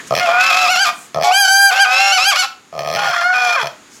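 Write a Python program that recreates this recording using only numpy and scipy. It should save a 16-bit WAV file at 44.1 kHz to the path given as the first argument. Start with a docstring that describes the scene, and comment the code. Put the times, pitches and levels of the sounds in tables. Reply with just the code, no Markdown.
"""Three long piglet squeals, close by in a tiled room, each opening with a rattling grunt.
The two vocal folds lock into a clear whistle or drift apart into a harsh, beating scream full of
combination tones. In the grunts, slack folds flap slowly and ring the nose and mouth.
Between squeals the room rings out over a low hum, and the piglet sniffs.
A brief mid-pitched noise fades at the start: the dying echo of an earlier squeal."""
import sys
import numpy as np
from scipy import signal
from scipy.fft import rfft, irfft, next_fast_len
from scipy.io import wavfile
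from scipy.ndimage import uniform_filter1d, minimum_filter1d, map_coordinates

SR = 44100
rng = np.random.default_rng(int(sys.argv[2]) if len(sys.argv) > 2 else 0)


def pcm_store(signal):
    """Save signal as 16-bit PCM."""
    levels = np.round(np.clip(np.atleast_2d(signal), -1, 1) * 32767)
    wavfile.write(sys.argv[1], SR, levels.astype(np.int16).T)


N = 176400

# Room hum and hiss. Each row: frequency in Hz, relative level in dB.
HUM_SPECTRUM = [(30, -26), (245, 0.5), (600, -10.5), (1540, -7), (6050, -16), (6720, -7.5), (7870, -18.5),
                (11400, -25.5), (16000, -39)]
# Each row: time in seconds, hum level in dB.
HUM_LEVELS = [(0, -37), (1.1, -44.5), (1.4, -56.5), (2.65, -49), (3.85, -45)]
# Room decay. Each row: frequency in Hz, T60 in seconds.
ROOM_DECAY = [(150, 0.22), (600, 0.4), (4000, 0.32), (10000, 0.24), (16000, 0.4)]
# First the dying echo of an earlier squeal, then three high sniffs.
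# Each row: midpoint in seconds, length in seconds, level in dB, centre in Hz.
ECHO_AND_SNIFFS = [(-0.002, 0.049, -31, 1610), (0.079, 0.03, -36.5, 6320), (1.003, 0.2, -42, 7490),
                   (3.953, 0.11, -44, 6130)]
# One list per grunt. Each row: time in seconds, flap rate in Hz, thud gain in dB, snap gain in dB.
GRUNT_FLAPS = [
    [(.108, 66, -2, -13.5), (.135, 65, -1, -13), (.152, 76.4, -18, 1), (.168, 85, -4.5, -3),
     (.201, 111, -8, 3.5)],
    [(1.146, 65.5, -8, -8.5), (1.16, 83, -5, -16), (1.19, 71.1, -6, -20.5), (1.226, 85, -6.5, -3.5),
     (1.239, 170, -91, 1)],
    [(2.726, 80.6, -19, -29), (2.785, 74, -9.5, -18), (2.792, 66, -10, -6.5), (2.808, 72, -12, -14.5),
     (2.925, 77, -8.5, -7), (2.964, 105, -9, -1.5), (2.98, 186, -20, -21), (3.1, 135, -19, -7.5)],
    [(3.63, 78, -10.5, -20), (3.678, 65.7, -14, -3)],
]
# Cavity resonances. Each row: frequency in Hz, relative level in dB, T60 in seconds.
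NOSE_MODES = [(83.5, -34.5, 0.057), (138, -20.5, 0.051), (510, -7.5, 0.014), (663, -1, 0.03),
              (744, -5, 0.0099), (1021, -8.5, 0.015), (1256.2, -12.5, 0.047)]
MOUTH_MODES = [(1772, -13.5, 0.015), (2406, -12, 0.017), (3267, -15.5, 0.0184), (4336, -15.5, 0.014),
               (5260, -12.5, 0.0097), (5990, -17, 0.015), (10580, -42.5, 0.0012)]
# Fold motion per squeal; equal pitches mean locked folds.
# Each row: time in seconds, leading fold in Hz, lagging fold in Hz, roughness 0-1.
FOLD_TRACK_1 = [(.2, 707.3, 690.6, 0.54), (.24, 719.6, 725.5, 0.31), (.28, 669.6, 523.2, 0.83),
                (.36, 725, 482, 0.6), (.42, 746.7, 543, 0.61), (.49, 773.5, 558.5, 0.48),
                (.52, 686.5, 544.5, 0.72), (.56, 748.5, 544, 0.55), (.635, 729.2, 602.4, 0.45),
                (.675, 703, 484.7, 0.51), (.716, 753.4, 740, 0.08), (.76, 720.3, 632, 0.52),
                (.82, 812.5, 796, 0.19), (.84, 771.3, 784, 0.18), (.86, 702.6, 510, 0.67)]
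FOLD_TRACK_2 = [(1.235, 700, 420, .6), (1.305, 730, 400, .42), (1.333, 760, 762, .12),
                (1.39, 812, 816, .03), (1.425, 792, 791, .04), (1.465, 760, 750, .22),
                (1.525, 784, 780, .04), (1.63, 797, 799, .03), (1.695, 787, 787, .03),
                (1.72, 727, 453, .84), (1.75, 776, 539, .64), (1.79, 780, 622, .42), (1.8, 785, 790, .2),
                (1.822, 807, 804, .1), (1.842, 770, 760, .15), (1.86, 742, 470, .62), (1.92, 751, 527, .4),
                (2.0, 781, 574, .42), (2.06, 786, 588, .32), (2.122, 790, 592, .28), (2.129, 764, 762, .18),
                (2.172, 742, 730, .22), (2.185, 735, 465, .45), (2.245, 763, 610, .28),
                (2.252, 762, 758, .25), (2.29, 822, 819, .06), (2.31, 775, 770, .18), (2.322, 716, 460, .6),
                (2.345, 552, 550, .3), (2.362, 780, 530, .95), (2.378, 735, 730, .3),
                (2.398, 752, 748, .14), (2.422, 735, 705, .28), (2.43, 795, 535, .55)]
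FOLD_TRACK_3 = [(2.97, 812, 608.2, 1), (3.07, 808, 607.8, 1), (3.095, 702, 704.3, 0.35),
                (3.15, 706, 689, 1), (3.19, 697, 693.5, 0.2), (3.22, 685, 680, 0.63),
                (3.245, 712, 705.4, 0.16), (3.29, 733, 731.3, 0.15), (3.326, 735, 730, 0.19),
                (3.34, 735, 490.6, 0.65), (3.42, 738, 485, 0.62), (3.5, 715, 491.1, 0.71),
                (3.555, 687, 542, 0.84), (3.57, 545, 542, 0.23), (3.6, 487, 487, 0.33),
                (3.622, 425, 415.8, 1)]
# Edges in Hz of the four voice bands: fundamental, octave, presence, treble.
VOICE_EDGES_HZ = [220, 950, 1900, 3700, 16500]
# Envelopes per squeal. Each row: time in seconds, relative level in dB of each of the four bands.
BAND_LEVELS_1 = [(0.2, -22, -22, -18.5, -34), (0.244, -14, -22.5, -23, -28.5), (0.38, -16, -13.5, -20, -35),
                 (0.41, -23, -15, -14, -22.5), (0.696, -16.5, -19, -17.5, -20.5),
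                 (0.846, -25.5, -15, -22, -16.5), (0.901, -19.5, -19.5, -20, -27)]
BAND_LEVELS_2 = [(1.238, -10, -33, -22.5, -17), (1.305, -10, -31, -23.5, -28),
                 (1.371, -17, -13, -10.5, -11), (1.46, -17.5, -13, -24.5, -14),
                 (1.668, -19, -8.5, -26.5, -15), (1.742, -18, -20, -20, -26.5), (1.825, -16, -8, -15, -13),
                 (1.874, -21, -18, -24, -34), (1.958, -11.5, -17, -9.5, -15),
                 (2.21, -18.5, -19.5, -18, -17.5), (2.3, -21, -21.5, -15, -13.5),
                 (2.336, -26.5, -15, -18.5, -23), (2.402, -28.5, -20, -18.5, -12.5),
                 (2.453, -25.5, -18, -25.5, -26)]
BAND_LEVELS_3 = [(2.967, -21.5, -24, -24.5, -29.5), (3.203, -18.5, -15, -27.5, -27.5),
                 (3.31, -25, -12, -35, -34), (3.345, -20.5, -16, -20.5, -29), (3.513, -17.5, -22, -17, -24),
                 (3.584, -30.5, -13, -21.5, -30), (3.629, -25, -22, -26.5, -25)]
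# Leading fold's octave against the sum tone of both folds. Each row: time in seconds, gain in dB.
LEAD_OCTAVE = [(.28, 3.5), (.38, 12), (.53, -18), (1.72, 11), (2.4, -22), (3.08, -21.5), (3.33, 10),
               (3.55, 6.5)]
# Sidebands round each overtone. Each row: multiple of the fold beat, gain in dB at half roughness.
BEAT_SIDEBANDS = [(-2, -31), (-1, -12.5), (1, -15.5), (2, -16.5)]
# Throat with open mouth, and turbulence. Each row: frequency in Hz, gain in dB.
THROAT_RESPONSE = [(200, -40), (380, -13.5), (550, -3), (760, 2), (1000, -2.5), (1500, 0), (1950, -4),
                   (2500, 3), (3200, -7.5), (3850, -15.5), (4650, -9), (5400, -7.5), (6300, -11),
                   (7100, -9), (7900, -13.5), (8700, -24.5), (9600, -15), (11000, -9), (13000, -14),
                   (16000, -21)]
RASP_SPECTRUM = [(400, -20), (750, -22), (1100, 3), (2350, -1), (2800, -6), (3300, 8.5), (3800, 2.5),
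                 (5500, -3), (8000, -6.5), (11000, -15)]
# Each row: time in seconds, share 0-1 of the voice ringing in the half-closed snout.
SNOUT_SHARE = [(.33, 0.19), (.42, 0), (2.6, 0.17), (2.9, 0.61), (3.22, 0.7), (3.26, 0.67)]

TAIL_DB, EARLY_DB, EARLY_T60_S = -7.5, -14, .06
NOISE_HALF_WIDTH_OCT, SNOUT_WIDTH_HZ = .39, 130
THUD_ATTACK_S, CRACK_DB, CRACK_T60_S = .0012, -24.5, .02
FLAP_SCATTER_DB, FLAP_SCATTER_S = 1, .0004
UNLOCK_HZ, CHAOS_DB = 70, 9  # detuning for full unlock; sideband rise with roughness
STEADY_JITTER, ROUGH_JITTER, JITTER_HZ = .0018, .019, 330
SHIMMER_DB, SHIMMER_HZ, FLUTTER_DB, FLUTTER_HZ = 2.7, 260, 1.5, 40.68
RASP_BURST_DB, RASP_BURST_HZ = 3, 170
PRESSED_HZ, PRESSED_RANGE_HZ = 730, 41.7
EVEN_DB, DULLING_DB = 12.5, 4  # even-overtone lift; loss per overtone at full roughness
WARBLE_AT_S, WARBLE_WIDTH_S, WARBLE_HZ, WARBLE_DEPTH = 1.47, .034, 95, .03
THROB_DB, THROB_HZ = 3.5, 32
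VOICE_DB, ATTACK_S, RELEASE_S = -1.86, .006, .0094
CEILING_DB, TOP_HZ = -.6, 16200


def amp(db):
    """Decibels to gain."""
    return 10 ** (np.asarray(db) / 20)


def unit_rms(x):
    """Scale to rms 1."""
    return x / np.sqrt(np.mean(x ** 2) + 1e-20)


def at_hz(points, hz):
    """Interpolate (Hz, value) rows on a log axis."""
    knots_hz, values = np.transpose(points)
    return np.interp(np.log(hz + 1), np.log(knots_hz + 1), values)


def curves(rows, t):
    """Interpolate each column after the first at times t."""
    knots_s, *columns = np.transpose(rows)
    return [np.interp(t, knots_s, column) for column in columns]


def wobble(rate_hz, t):
    """Smooth random curve, rate_hz knots a second."""
    position = (t - t[0]) * rate_hz
    return map_coordinates(rng.standard_normal(int(position[-1]) + 4), [position])


def filtered(x, response):
    """Zero-phase filter with gain response(Hz)."""
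    size = next_fast_len(len(x) + 8192)
    return irfft(rfft(x, size) * response(np.fft.rfftfreq(size, 1 / SR)), size)[:len(x)]


def add(out, start_s, x):
    """Mix x into out from start_s."""
    part = out[max(0, round(start_s * SR)):][:len(x)]
    part += x[:len(part)]


def levelled_band(x, lo_hz, hi_hz, order=20):
    """One band of x, held at rms 1."""
    band = filtered(x, lambda f: ((1 + (lo_hz / (f + 1)) ** order) * (1 + (f / hi_hz) ** order)) ** -.5)
    power = uniform_filter1d(uniform_filter1d(band * band, size=1100), size=1100)
    return band / np.sqrt(np.abs(power) + 1e-12)


def room_hum():
    """Low hum and hiss: shaped noise."""
    level_db, = curves(HUM_LEVELS, np.arange(N) / SR)
    noise = filtered(rng.standard_normal(N), lambda f: amp(at_hz(HUM_SPECTRUM, f)))
    return amp(level_db) * unit_rms(noise)


def room_reverb(x):
    """Early reflections off floor and furniture, plus the tiles' tail with frequency-dependent decay."""
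    hz, t, spectrum = signal.stft(rng.standard_normal(SR * 2 // 3), SR, nperseg=256)
    tail = signal.istft(spectrum * amp(-60 * t / at_hz(ROOM_DECAY, hz)[:, None]), SR, nperseg=256)[1]
    early = rng.standard_normal(len(tail)) * amp(-60 * np.arange(len(tail)) / SR / EARLY_T60_S)
    impulse = amp(TAIL_DB) * tail / np.linalg.norm(tail) + amp(EARLY_DB) * early / np.linalg.norm(early)
    return signal.fftconvolve(x, np.pad(impulse, (SR // 500, 0)))[:N]  # 2 ms predelay


def echo_and_sniffs():
    """Brief bands of noise: a mid-pitched dying echo at the start, then high puffs through the snout."""
    out, t = np.zeros(N), np.arange(N) / SR
    for mid_s, length_s, db, hz in ECHO_AND_SNIFFS:
        noise = filtered(rng.standard_normal(N),
                         lambda f: 1 / (1 + (np.log2((f + 1) / hz) / NOISE_HALF_WIDTH_OCT) ** 2))
        out += amp(db) * unit_rms(noise) * np.cos(np.pi * np.clip((t - mid_s) / length_s, -.5, .5))
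    return out


def ring(modes, t):
    """Damped resonances; level and pitch scatter on each call."""
    return sum((-1) ** k * amp(db + rng.normal(0, 1.3) - 60 * t / t60_s)
               * np.sin(2 * np.pi * hz * rng.normal(1, .023) * t)
               for k, (hz, db, t60_s) in enumerate(modes))


def grunt(rows):
    """Slack folds flap slowly: each flap thuds in the nose and, as the mouth opens, snaps."""
    out, age_s = np.zeros(N), np.arange(SR // 10) / SR
    t = np.arange(rows[0][0], rows[-1][0], 1 / SR)
    rate_hz, thud_db, snap_db = curves(rows, t)
    flap_count = np.floor(np.cumsum(rate_hz) / SR)
    for i in np.flatnonzero(np.diff(flap_count, prepend=-1)):
        snap = ring(MOUTH_MODES, age_s)
        snap += amp(CRACK_DB - 60 * age_s / CRACK_T60_S) * rng.standard_normal(len(age_s))
        thud = ring(NOSE_MODES, age_s) * (1 - np.exp(-age_s / THUD_ATTACK_S))
        flap = amp(thud_db[i]) * thud + amp(snap_db[i]) * snap
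        add(out, t[i] + rng.normal(0, FLAP_SCATTER_S), amp(rng.normal(0, FLAP_SCATTER_DB)) * flap)
    return signal.sosfilt(signal.butter(2, 60, "high", fs=SR, output="sos"), out)


def snout(x):
    """Half-closed snout: passes the lows and rings at the mouth's resonances."""
    def response(f):
        lows = 1 / (1 + (f / MOUTH_MODES[0][0]) ** 8)
        peaks = sum(1 / (1 + (2 * (f - hz) / SNOUT_WIDTH_HZ) ** 2) for hz, _, _ in MOUTH_MODES)
        return lows + .25 + 2 * peaks
    return filtered(x, response)


def rasp(t, airflow, pitch_hz):
    """Turbulence pulsed by the airflow, shaped by the throat."""
    bursts = airflow * amp(RASP_BURST_DB * wobble(RASP_BURST_HZ, t)) * rng.standard_normal(len(t))
    noise = unit_rms(bursts) * np.sqrt(SR / pitch_hz) / 2
    return filtered(noise, lambda f: amp(at_hz(THROAT_RESPONSE, f) + at_hz(RASP_SPECTRUM, f)))


def vocal_folds(t, lead_hz, lag_hz, rough):
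    """Combination tones of two folds with sidebands at their beat, and the airflow the folds gate."""
    def jitter():
        return (STEADY_JITTER + ROUGH_JITTER * rough) * wobble(JITTER_HZ, t)

    beat_hz = lead_hz - lag_hz
    unlocked = np.clip(np.abs(beat_hz) / UNLOCK_HZ, 0, 1)
    warble = np.exp(-((t - WARBLE_AT_S) / WARBLE_WIDTH_S) ** 2)  # the whistle nearly breaks
    bend = 1 + jitter()
    bend += WARBLE_DEPTH * warble * np.sin(2 * np.pi * WARBLE_HZ * t + wobble(WARBLE_HZ / 2, t))
    lead_rad = 2 * np.pi * np.cumsum(lead_hz * bend) / SR
    lag_rad = 2 * np.pi * np.cumsum(lag_hz * (bend + unlocked * jitter())) / SR
    octave_db, = curves(LEAD_OCTAVE, t)
    # A high, pressed voice or unlocked folds favour the even overtones.
    pressed = np.clip((lead_hz - PRESSED_HZ) / PRESSED_RANGE_HZ, unlocked, 1)
    tones = np.zeros(len(t))
    for n in range(1, 22):
        n_lead, n_lag = (n + 1) // 2, n // 2
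        hz = n_lead * lead_hz + n_lag * lag_hz
        phase_rad = n_lead * lead_rad + n_lag * lag_rad
        tone, power = amp(at_hz(THROAT_RESPONSE, hz)) * np.sin(phase_rad), 1
        for k, db in BEAT_SIDEBANDS:
            side_gain = unlocked * amp(octave_db if (n, k) == (2, 1) else db + CHAOS_DB * (rough - .5))
            side_rad = phase_rad + k * (lead_rad - lag_rad) + rng.uniform(0, 2 * np.pi)
            tone += side_gain * amp(at_hz(THROAT_RESPONSE, np.abs(hz + k * beat_hz))) * np.sin(side_rad)
            power += side_gain ** 2
        colour_db = EVEN_DB * pressed * (n % 2 == 0) - DULLING_DB * n * np.sqrt(rough)
        tones += tone / np.sqrt(power) * amp(colour_db + FLUTTER_DB * wobble(FLUTTER_HZ, t))
    throb_db = -THROB_DB * warble * np.cos(2 * np.pi * THROB_HZ * (t - WARBLE_AT_S))
    airflow = 1 + .5 * np.cos(lead_rad) + .5 * np.cos(lag_rad)
    return tones * amp(throb_db), airflow


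def squeal(folds, levels):
    """Fold tones and rasp, partly through the snout, levelled per band. Returns start in s, sound."""
    t = np.arange(levels[0][0] - ATTACK_S / 2, levels[-1][0] + RELEASE_S, 1 / SR)
    lead_hz, lag_hz, rough = [uniform_filter1d(c, size=400, mode="nearest") for c in curves(folds, t)]
    rough = np.clip(rough, 0, 1)
    tones, airflow = vocal_folds(t, lead_hz, lag_hz, rough)
    voice = tones + rough ** 1.5 * rasp(t, airflow, lead_hz.mean())
    voice *= amp(SHIMMER_DB * rough * wobble(SHIMMER_HZ, t))
    nasal, = curves(SNOUT_SHARE, t)
    voice = (1 - nasal) * voice + nasal * snout(voice)
    bands = zip(curves(levels, t), VOICE_EDGES_HZ, VOICE_EDGES_HZ[1:])
    voice = sum(amp(db) * levelled_band(voice, lo_hz, hi_hz) for db, lo_hz, hi_hz in bands)
    fade = np.clip(np.minimum((t - t[0]) / ATTACK_S, (t[-1] - t) / RELEASE_S), 0, 1)
    return t[0], amp(VOICE_DB) * voice * fade


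def scene():
    """The piglet in its room, mono."""
    piglet = echo_and_sniffs() + sum(grunt(rows) for rows in GRUNT_FLAPS)
    add(piglet, *squeal(FOLD_TRACK_1, BAND_LEVELS_1))
    add(piglet, *squeal(FOLD_TRACK_2, BAND_LEVELS_2))
    add(piglet, *squeal(FOLD_TRACK_3, BAND_LEVELS_3))
    return (piglet + room_reverb(piglet) + room_hum())[None]


def record(dry):
    """Peak limiter, then brick-wall low-pass."""
    needed_gain = np.minimum(1, amp(CEILING_DB) / (np.abs(dry[0]) + 1e-9))
    gain = uniform_filter1d(minimum_filter1d(needed_gain, size=500), size=400)
    return filtered(dry[0] * gain, lambda hz: hz < TOP_HZ)[None]


dry = scene()
out = record(dry)
pcm_store(out)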